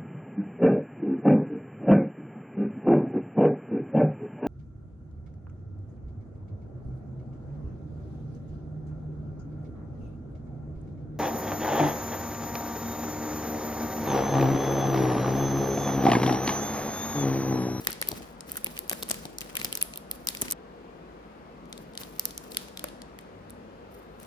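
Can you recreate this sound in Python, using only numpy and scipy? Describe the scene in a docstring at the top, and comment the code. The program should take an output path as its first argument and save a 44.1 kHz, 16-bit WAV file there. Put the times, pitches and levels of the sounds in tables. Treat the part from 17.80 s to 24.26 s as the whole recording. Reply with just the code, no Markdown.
"""Hands crinkle and tear a small plastic snack packet close to a phone in a quiet, hard-walled room.
Each crease of the film snaps with a bright tick and a short ring; the air in the bag sometimes thuds.
Each squeeze adds a rush of fine crackle, the hiss of sliding skin and a rumble; the room adds a soft tail.
Crackle and tail stop abruptly at 2.73 s; sparser handling follows from 3.86 s.
Coloured noise makes the steady room hum, with a faint mains tone and a low tone that swells at 5.45 s."""
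import sys
import numpy as np
from scipy import signal
from scipy.fft import rfft, irfft, next_fast_len
from scipy.io import wavfile
from scipy.ndimage import uniform_filter1d

SR = 44100
rng = np.random.default_rng(int(sys.argv[2]) if len(sys.argv) > 2 else 0)


def to_wav(s):
    """Save 16-bit WAV."""
    ch = np.atleast_2d(s).T  # columns
    pcm = np.round(np.clip(ch, -1, 1) * 32767)  # PCM
    wavfile.write(sys.argv[1], SR, pcm.astype(np.int16))


N = 284886
CUT_S = 2.733  # crackle and room tail stop here

# broad part of a film ring: (frequency [Hz], relative level [dB])
FILM_SPECTRUM = [(300, -19.5), (1200, 5), (2500, 0), (8000, -7), (9500, -3), (17000, -37.5)]
# tick of a crease, also the colour of the skin hiss: (frequency [Hz], relative level [dB])
TICK_SPECTRUM = [(5000, -4.5), (8500, -2.5), (10500, 2.5), (15500, 5), (16800, -33.5)]


def gain_of(db):
    """Decibels to an amplitude factor."""
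    return 10 ** (np.asarray(db) / 20)


def evened(x):
    """Scales to rms 1."""
    return x / np.sqrt(np.mean(x ** 2) + 1e-20)


def smoothed_noise(length_s):
    """Slowly wandering noise of rms 1: white noise under a moving average."""
    return evened(uniform_filter1d(rng.standard_normal(N), round(length_s * SR)))


def read(points, hz):
    """Interpolates a table on a log-frequency axis."""
    table_hz, value = np.transpose(points)
    return np.interp(np.log(hz + 1), np.log(table_hz + 1), value)


def coloured(x, points):
    """Filters along the last axis by a spectrum table in dB."""
    size = x.shape[-1]
    hz = np.fft.rfftfreq(size, 1 / SR)
    return irfft(rfft(x) * gain_of(read(points, hz)), size)


def burst(noise, points, rise_s, t60_s):
    """A coloured noise burst, exponential in rise and decay, whose first 1.5 ms have rms 1."""
    t = np.arange(noise.shape[-1]) / SR
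    x = coloured(noise, points) * (1 - np.exp(-t / rise_s)) * gain_of(-60 * t / t60_s)
    return x / np.sqrt(np.mean(x[..., :66] ** 2, -1, keepdims=True))


def swell(start_s, rise_s, fade_db_per_s):
    """An envelope that rises in a straight line, then fades at a steady dB rate."""
    t = np.arange(N) / SR - start_s
    return np.clip(t / rise_s, 0, 1) * gain_of(-fade_db_per_s * np.maximum(t - rise_s, 0))


def pressing(column):
    """Summed squeeze envelopes of crackle (column 1) or hiss (column 2); those before the cut end there."""
    # squeezes of the fingers: (start [s], relative crackle level [dB], skin hiss level [dB])
    squeezes = [(-0.03, -42, -50), (0.269, -39, -81), (0.659, -43.5, -51), (0.9, -47, -55), (1.1, -47, -47),
                (1.27, -40, -58), (1.598, -44, -62), (1.77, -40.5, -50), (2.29, -55, -55), (2.48, -50, -48),
                (2.579, -36, -65), (3.88, -67, -68), (3.965, -68, -68), (4.183, -43, -50), (4.44, -54, -56),
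                (4.62, -48.5, -62), (4.699, -51.5, -55), (6.1, -60, -62.5), (6.38, -49.5, -71)]
    before = np.arange(N) < CUT_S * SR
    total = np.zeros(N)
    for row in squeezes:
        start_s = row[0]
        envelope = swell(start_s, rise_s=0.019, fade_db_per_s=77)
        total += gain_of(row[column]) * envelope * (before | (start_s > CUT_S))
    return total


def crackle(per_s=380, spread_db=5.5):
    """Many tiny creases of random size and colour, a rumble and skin hiss, louder where fingers press."""
    # the bag shifting in the hand: (frequency [Hz], relative level [dB])
    rumble_spectrum = [(90, -4.5), (250, 1), (900, -19.5)]
    clump_db, grain_db = 4, 2.5  # unevenness per standard deviation
    clumps = smoothed_noise(0.015)
    size_db = clump_db * clumps + spread_db * np.minimum(rng.exponential(1, N), 3)
    size = gain_of(size_db) * (rng.random(N) < per_s / SR)

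    kinds = 12  # each tiny crease takes one of these sounds
    kind = rng.integers(0, kinds, N)
    rings, ticks = np.zeros((2, N)), np.zeros(N)
    for k in range(kinds):
        noise = rng.standard_normal((3, 512))
        train = size * (kind == k)
        ring = burst(noise[:2], FILM_SPECTRUM, rise_s=0.00072, t60_s=0.014)
        tick = burst(noise[2], TICK_SPECTRUM, rise_s=0.00039, t60_s=0.0051)
        rings += signal.oaconvolve(train[None], ring, axes=1)[:, :N]
        ticks += signal.oaconvolve(train, tick)[:N]

    # fingertips slide on the film with a high hiss, broken into short grains
    fine = smoothed_noise(0.002)
    skin = coloured(rng.standard_normal(N), TICK_SPECTRUM)
    skin = evened(skin * gain_of(clump_db * clumps + grain_db * fine))
    rumble = evened(coloured(rng.standard_normal(N), rumble_spectrum))
    grains = gain_of([[-6], [-8]]) * evened(rings)  # rows: left, right
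    grains += gain_of(-35.5) * evened(ticks)
    grains += rumble * gain_of(-7 + clump_db * clumps)
    return pressing(column=1) * grains + pressing(column=2) * skin


def room(x):
    """A diffuse tail that builds within a few ms, each band dying at its own speed; cut off at CUT_S."""
    # decay of the tail: (frequency [Hz], t60 [s])
    decay = [(300, 0.6), (2000, 0.46), (5000, 0.67), (10000, 0.55), (16000, 0.089)]
    # colour of the tail: (frequency [Hz], level [dB])
    colour = [(300, -5.5), (2000, -11), (5000, -10.5), (10000, -17.5), (16000, -27.5)]
    hz, t, z = signal.stft(rng.standard_normal((2, SR)), SR, nperseg=256)
    z = z * gain_of(-60 * t / read(decay, hz)[:, None])
    z = z * (1 - np.exp(-(t / 0.00055) ** 2))
    z = z / np.linalg.norm(z, axis=-1, keepdims=True)  # equal energy in every band
    tail = signal.istft(z, SR, nperseg=256)[1]
    tail = coloured(tail / np.linalg.norm(tail[0]), colour)
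    before = np.arange(N) < CUT_S * SR
    return sum(part * signal.fftconvolve(x * part, tail, axes=1)[:, :N] for part in (before, ~before))


def hum():
    """Steady air noise, alike at both ports only in the bass, a faint mains tone and a passing low tone."""
    # air noise: (frequency [Hz], relative level per Hz [dB])
    spectrum = [(40, -6.5), (52, -4.5), (66, -3.5), (80, -13), (130, -11.5), (160, -2), (240, -5),
                (480, -5.5), (1180, -14.5), (4480, -34), (8830, -46), (16500, -57)]
    # likeness of the ports: (frequency [Hz], left-right correlation [0-1])
    likeness = [(60, 0.94), (600, 0.79), (1200, 0.18), (2500, 0.18)]
    # balance: (frequency [Hz], left over right [dB])
    balance = [(60, 1.5), (950, 2.5), (15000, 7)]
    # room resonances: (frequency [Hz], boost [dB])
    booms = [(214, 5.5), (242, 7.2), (477, 6)]
    boom_width_hz, port_lag_s = 4.3, 0.00043  # the right port hears the hum later
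    drone_hz, drone_db = 98, -52.5

    frames, hz = N // 2048 + 5, np.fft.rfftfreq(8192, 1 / SR)
    a, b, c, d, patches = rng.standard_normal((frames, 4097, 5)).T
    # level wanders a little over time and frequency
    patches = uniform_filter1d(patches, size=24, axis=0)
    patches = evened(uniform_filter1d(patches, size=3, axis=1))
    same = np.clip(read(likeness, hz), 0, 1)[:, None]
    left = a + 1j * b
    right = same * left + np.sqrt(1 - same ** 2) * (c + 1j * d)
    z = np.array([left, right])
    z[1] *= np.exp(-2j * np.pi * hz * port_lag_s)[:, None]
    booms_db = sum(db / (1 + ((hz - f) / boom_width_hz) ** 2) for f, db in booms)
    tilt_db = np.array([[.5], [-.5]]) * read(balance, hz)
    z *= gain_of((read(spectrum, hz) + booms_db + tilt_db)[..., None] + 1.1 * patches)
    air = gain_of(-47) * evened(signal.istft(z, nperseg=8192, noverlap=6144)[1][:, :N])

    t = np.arange(N) / SR
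    mains = gain_of(-59.5) * np.sin(2 * np.pi * 50 * t)
    drone_level = gain_of(drone_db) * swell(start_s=5.45, rise_s=0.093, fade_db_per_s=15)
    drone = drone_level * np.sin(2 * np.pi * drone_hz * t)
    return air + drone + mains


def snap(ring_db, ring_hz, tick_db, tick_hz):
    """One crease: a film patch rings a few cycles under a bright tick; rows left, right, into the room."""
    # a ring leans on its pitch: (multiple of the pitch, relative level [dB])
    patch = [(.2, -23), (.65, -12), (0.999, -3), (1.6, -3.5), (5, -3)]
    tick_lean_db = -46.5  # times the square of the octaves from tick_hz
    t = np.arange(1024) / SR
    noise = rng.standard_normal((4, 1024))
    lean = [(k * ring_hz, db) for k, db in patch]
    # part shared by both ports, part differing between them
    port_noise = 0.3 * noise[0] + 1.52 * noise[1:3]
    broad = burst(coloured(port_noise, lean), FILM_SPECTRUM, rise_s=0.0007, t60_s=0.0078)
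    cycles = ring_hz * t
    tone = np.sin(2 * np.pi * cycles) * cycles * gain_of(-8.5 * cycles)
    ring = gain_of(ring_db + np.array([[1.2], [-1.2]])) * (1.16 * broad + 7 * tone)

    bright = [(hz, read(TICK_SPECTRUM, hz) + tick_lean_db * np.log2(hz / tick_hz) ** 2)
              for hz in np.geomspace(5000, 17000, num=16)]
    tick = gain_of(tick_db) * burst(noise[3], bright, rise_s=.0005, t60_s=.0024)

    # summed over all directions the fine colour evens out: filtered pulses go into the room
    pulse = np.roll(t == 0, shift=128) * 1.
    soft_lean = [(hz, 0.9 * db) for hz, db in lean]
    wide_ring = coloured(coloured(pulse, soft_lean), FILM_SPECTRUM)
    wide_tick = coloured(pulse, bright)
    far = evened(wide_ring) * np.std(ring) + evened(wide_tick) * np.std(tick)
    return np.vstack([ring + tick, far])


def thud(level_db, hz):
    """The bag's air modes die within a few cycles and sag in pitch as the film slackens."""
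    # modes of the bag: (multiple of the pitch, relative level [dB])
    bag_modes = [(0.551, -7), (0.999, 2), (1.5, -0.5), (2.2, 3.5)]
    t = np.arange(1024) / SR
    cycles = hz * t * (1 - 8 * t)
    modes = sum(gain_of(db - 6.37 * k * hz * t) * np.sin(2 * np.pi * k * cycles) for k, db in bag_modes)
    envelope = (1 - np.exp(-t / 0.00094)) * np.hanning(2048)[1024:]
    levels = gain_of(level_db + np.array([[2.4], [-1.6], [0]]))  # left, right, into the room
    return levels * modes * envelope


def snaps():
    """The creases and thuds that stand out, each placed at its time; rows left, right, into the room."""
    # creases: (time [s], relative ring level [dB], ring [Hz], tick level [dB], tick [Hz])
    creases = [(0.049, -47, 3280, -40, 13400), (0.0708, -22, 1890, -18.0, 12600),
               (0.0998, -38, 1460, -59.0, 10500), (0.1064, -48, 7400, -28, 12900),
               (0.1182, -36, 4740, -53, 10400), (0.1291, -36, 4600, -32, 13300),
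               (0.2152, -32.5, 4600, -20.5, 11300), (0.2248, -28.5, 2040, -56.0, 11400),
               (0.274, -40.5, 2930, -36.0, 13000), (0.2876, -33.5, 4600, -15.5, 13700),
               (0.3132, -58.5, 4600, -41.0, 12800), (0.3164, -33, 4200, -35.5, 12300),
               (0.6073, -39, 5300, -42, 9800), (0.6966, -47, 4400, -44, 11100),
               (0.7182, -40, 8540, -23.5, 11000), (0.7563, -43, 1500, -41, 10800),
               (0.7694, -34.5, 8700, -25, 13300), (0.7722, -37.5, 8000, -29, 11700),
               (0.7751, -39, 1420, -35, 10800), (0.8447, -37.5, 2970, -16.5, 12000),
               (0.8622, -37.5, 2210, -42.0, 13700), (0.8681, -35.5, 2480, -34.5, 12300),
               (0.9678, -41.5, 2950, -51, 10900), (0.9765, -38, 2360, -49.0, 12000),
               (0.9903, -37, 4600, -22, 11500), (1.0792, -54.5, 4400, -41.5, 11500),
               (1.096, -24.5, 8100, -18.5, 10500), (1.1032, -39.5, 2350, -35, 10600),
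               (1.1135, -33.5, 3000, -35, 10700), (1.1261, -38, 4730, -35.0, 12100),
               (1.1307, -32.5, 1760, -25, 14400), (1.2263, -30.5, 3720, -36, 12200),
               (1.2318, -34, 4400, -26.5, 12200), (1.2898, -45.5, 7600, -29, 11200),
               (1.2982, -27, 8700, -36, 12800), (1.3089, -30.5, 4830, -30.5, 12700),
               (1.3127, -19.5, 8200, -34, 11900), (1.3429, -36.5, 2630, -36, 12300),
               (1.4538, -36, 4150, -42, 11800), (1.5846, -31.5, 5500, -31.5, 11300),
               (1.608, -36, 4900, -31.5, 10400), (1.615, -34.5, 2640, -37, 10600),
               (1.7536, -32.5, 2600, -26.5, 14900), (1.7685, -29, 2600, -23.0, 11200),
               (1.7715, -34.5, 2000, -28.5, 10600), (1.7989, -39, 4450, -38, 12700),
               (1.8148, -32, 2200, -49, 11000), (1.829, -49, 4500, -35, 11000),
               (1.8463, -26.5, 4900, -22, 12400), (1.8485, -33.5, 2300, -24.5, 14700),
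               (1.854, -34, 2900, -39, 13800), (1.927, -29.5, 2890, -26.5, 10700),
               (1.9531, -29, 6000, -23, 11800), (1.9735, -33.5, 4050, -25.5, 13400),
               (2.0122, -33.5, 7100, -39, 12800), (2.0155, -31.5, 2600, -25, 11200),
               (2.0263, -34.5, 2920, -12, 11000), (2.137, -38, 2520, -58, 11300),
               (2.1585, -42, 3200, -36, 11900), (2.1746, -42.5, 3860, -27.5, 12400),
               (2.3134, -34.5, 4070, -21, 12000), (2.4712, -26, 5640, -21.5, 14300),
               (2.4871, -23, 4100, -22.5, 10700), (2.5495, -36.5, 2380, -36, 12100),
               (2.5706, -36, 4900, -48, 11500), (2.6143, -44, 4400, -20, 10400),
               (2.6186, -24, 7000, -22, 12100), (2.6243, -36.5, 6850, -32, 12100),
               (2.6821, -37, 2240, -55, 11700), (2.7038, -34, 6000, -35, 11700),
               (2.7109, -27.5, 6800, -20, 12100), (2.722, -24.5, 7900, -21.5, 12300),
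               (3.8555, -60, 4200, -68, 11300), (3.9272, -35, 3600, -60, 10200),
               (3.9776, -43.5, 3800, -52, 14100), (4.1356, -54.5, 3900, -72, 10100),
               (4.1524, -43, 3550, -49, 10700), (4.1756, -30, 3930, -43, 10700),
               (4.2345, -39.5, 3800, -60.0, 12900), (4.3957, -27.5, 5260, -17, 13900),
               (4.4545, -27, 5300, -17.5, 13600), (4.508, -41, 3930, -46.0, 10900),
               (4.5778, -32, 6200, -31, 12000), (4.7191, -39.5, 4240, -51, 10900),
               (4.747, -37, 3130, -55.0, 10100), (4.7701, -23.5, 3540, -22.5, 11100),
               (4.8842, -46, 2400, -57, 11900), (4.9733, -35, 3860, -37, 11500),
               (4.9937, -36.5, 3340, -37, 11200), (5.0413, -32.5, 1400, -25.5, 11300),
               (5.0858, -42.5, 3070, -48, 10900), (5.2186, -42, 4200, -72, 11000),
               (5.3883, -44, 2040, -45.5, 9900), (5.4106, -61, 7060, -56, 11260),
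               (5.6978, -52.5, 4030, -53.5, 12450), (5.705, -47.5, 7800, -42, 10900),
               (6.4003, -49, 8250, -46, 11260), (6.4313, -49, 7900, -45.0, 12900)]
    # thumps of the air in the bag: (time [s], relative level [dB], starting pitch [Hz])
    thumps = [(0.0705, -28.5, 483), (0.087, -27.5, 377), (0.2165, -26.5, 580), (0.315, -28, 390),
              (0.327, -27.5, 290), (0.407, -33.5, 315), (0.868, -31.5, 390), (1.113, -20, 730),
              (1.127, -26.5, 540), (1.228, -26, 484), (1.3075, -19.5, 707), (1.312, -30.5, 292),
              (1.454, -29, 330), (1.746, -32.5, 501), (1.849, -30, 340), (2.615, -29, 430),
              (2.625, -29, 293), (5.0415, -20, 606)]
    out = np.zeros((3, N + 1024))
    for table, sound in ((creases, snap), (thumps, thud)):
        for time_s, *settings in table:
            start = round(time_s * SR)
            out[:, start:start + 1024] += sound(*settings)
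    return out[:, :N]


def scene():
    """Packet, its tail in the room, and hum; the packet is nearer the left port, more so after the cut."""
    lag_samples = 9  # the right port hears the packet later
    (left, right, far), fine = snaps(), crackle()
    after = np.arange(N) > CUT_S * SR
    near_left = left + fine[0]
    near_right = np.roll(right + fine[1], lag_samples) * gain_of(-2.5 * after)
    return np.array([near_left, near_right]) + room(far + fine) + hum()


def record(dry):
    """Two ports apart below the treble; above, the left one feeds both sides, the right side shifted early."""
    shared_hz, lead_s, in_phase_hz = 9000, .000327, 11100
    edge_hz = 16900  # upper band limit
    size = next_fast_len(N + 64)
    hz = np.fft.rfftfreq(size, 1 / SR)
    left, right = rfft(dry, size)
    shared = np.clip((hz - shared_hz) / 600 + .5, 0, 1)
    early = left * np.exp(2j * np.pi * (hz - in_phase_hz) * lead_s)
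    pair = irfft(np.array([left, (1 - shared) * right + shared * early]), size)[:, :N]
    pair = signal.sosfilt(signal.butter(6, 40, "highpass", fs=SR, output="sos"), pair)
    lowpass = signal.firwin(255, edge_hz, window=("kaiser", 9), fs=SR)
    return signal.oaconvolve(pair, lowpass[None], "same")


dry = scene()
out = record(dry)
to_wav(out)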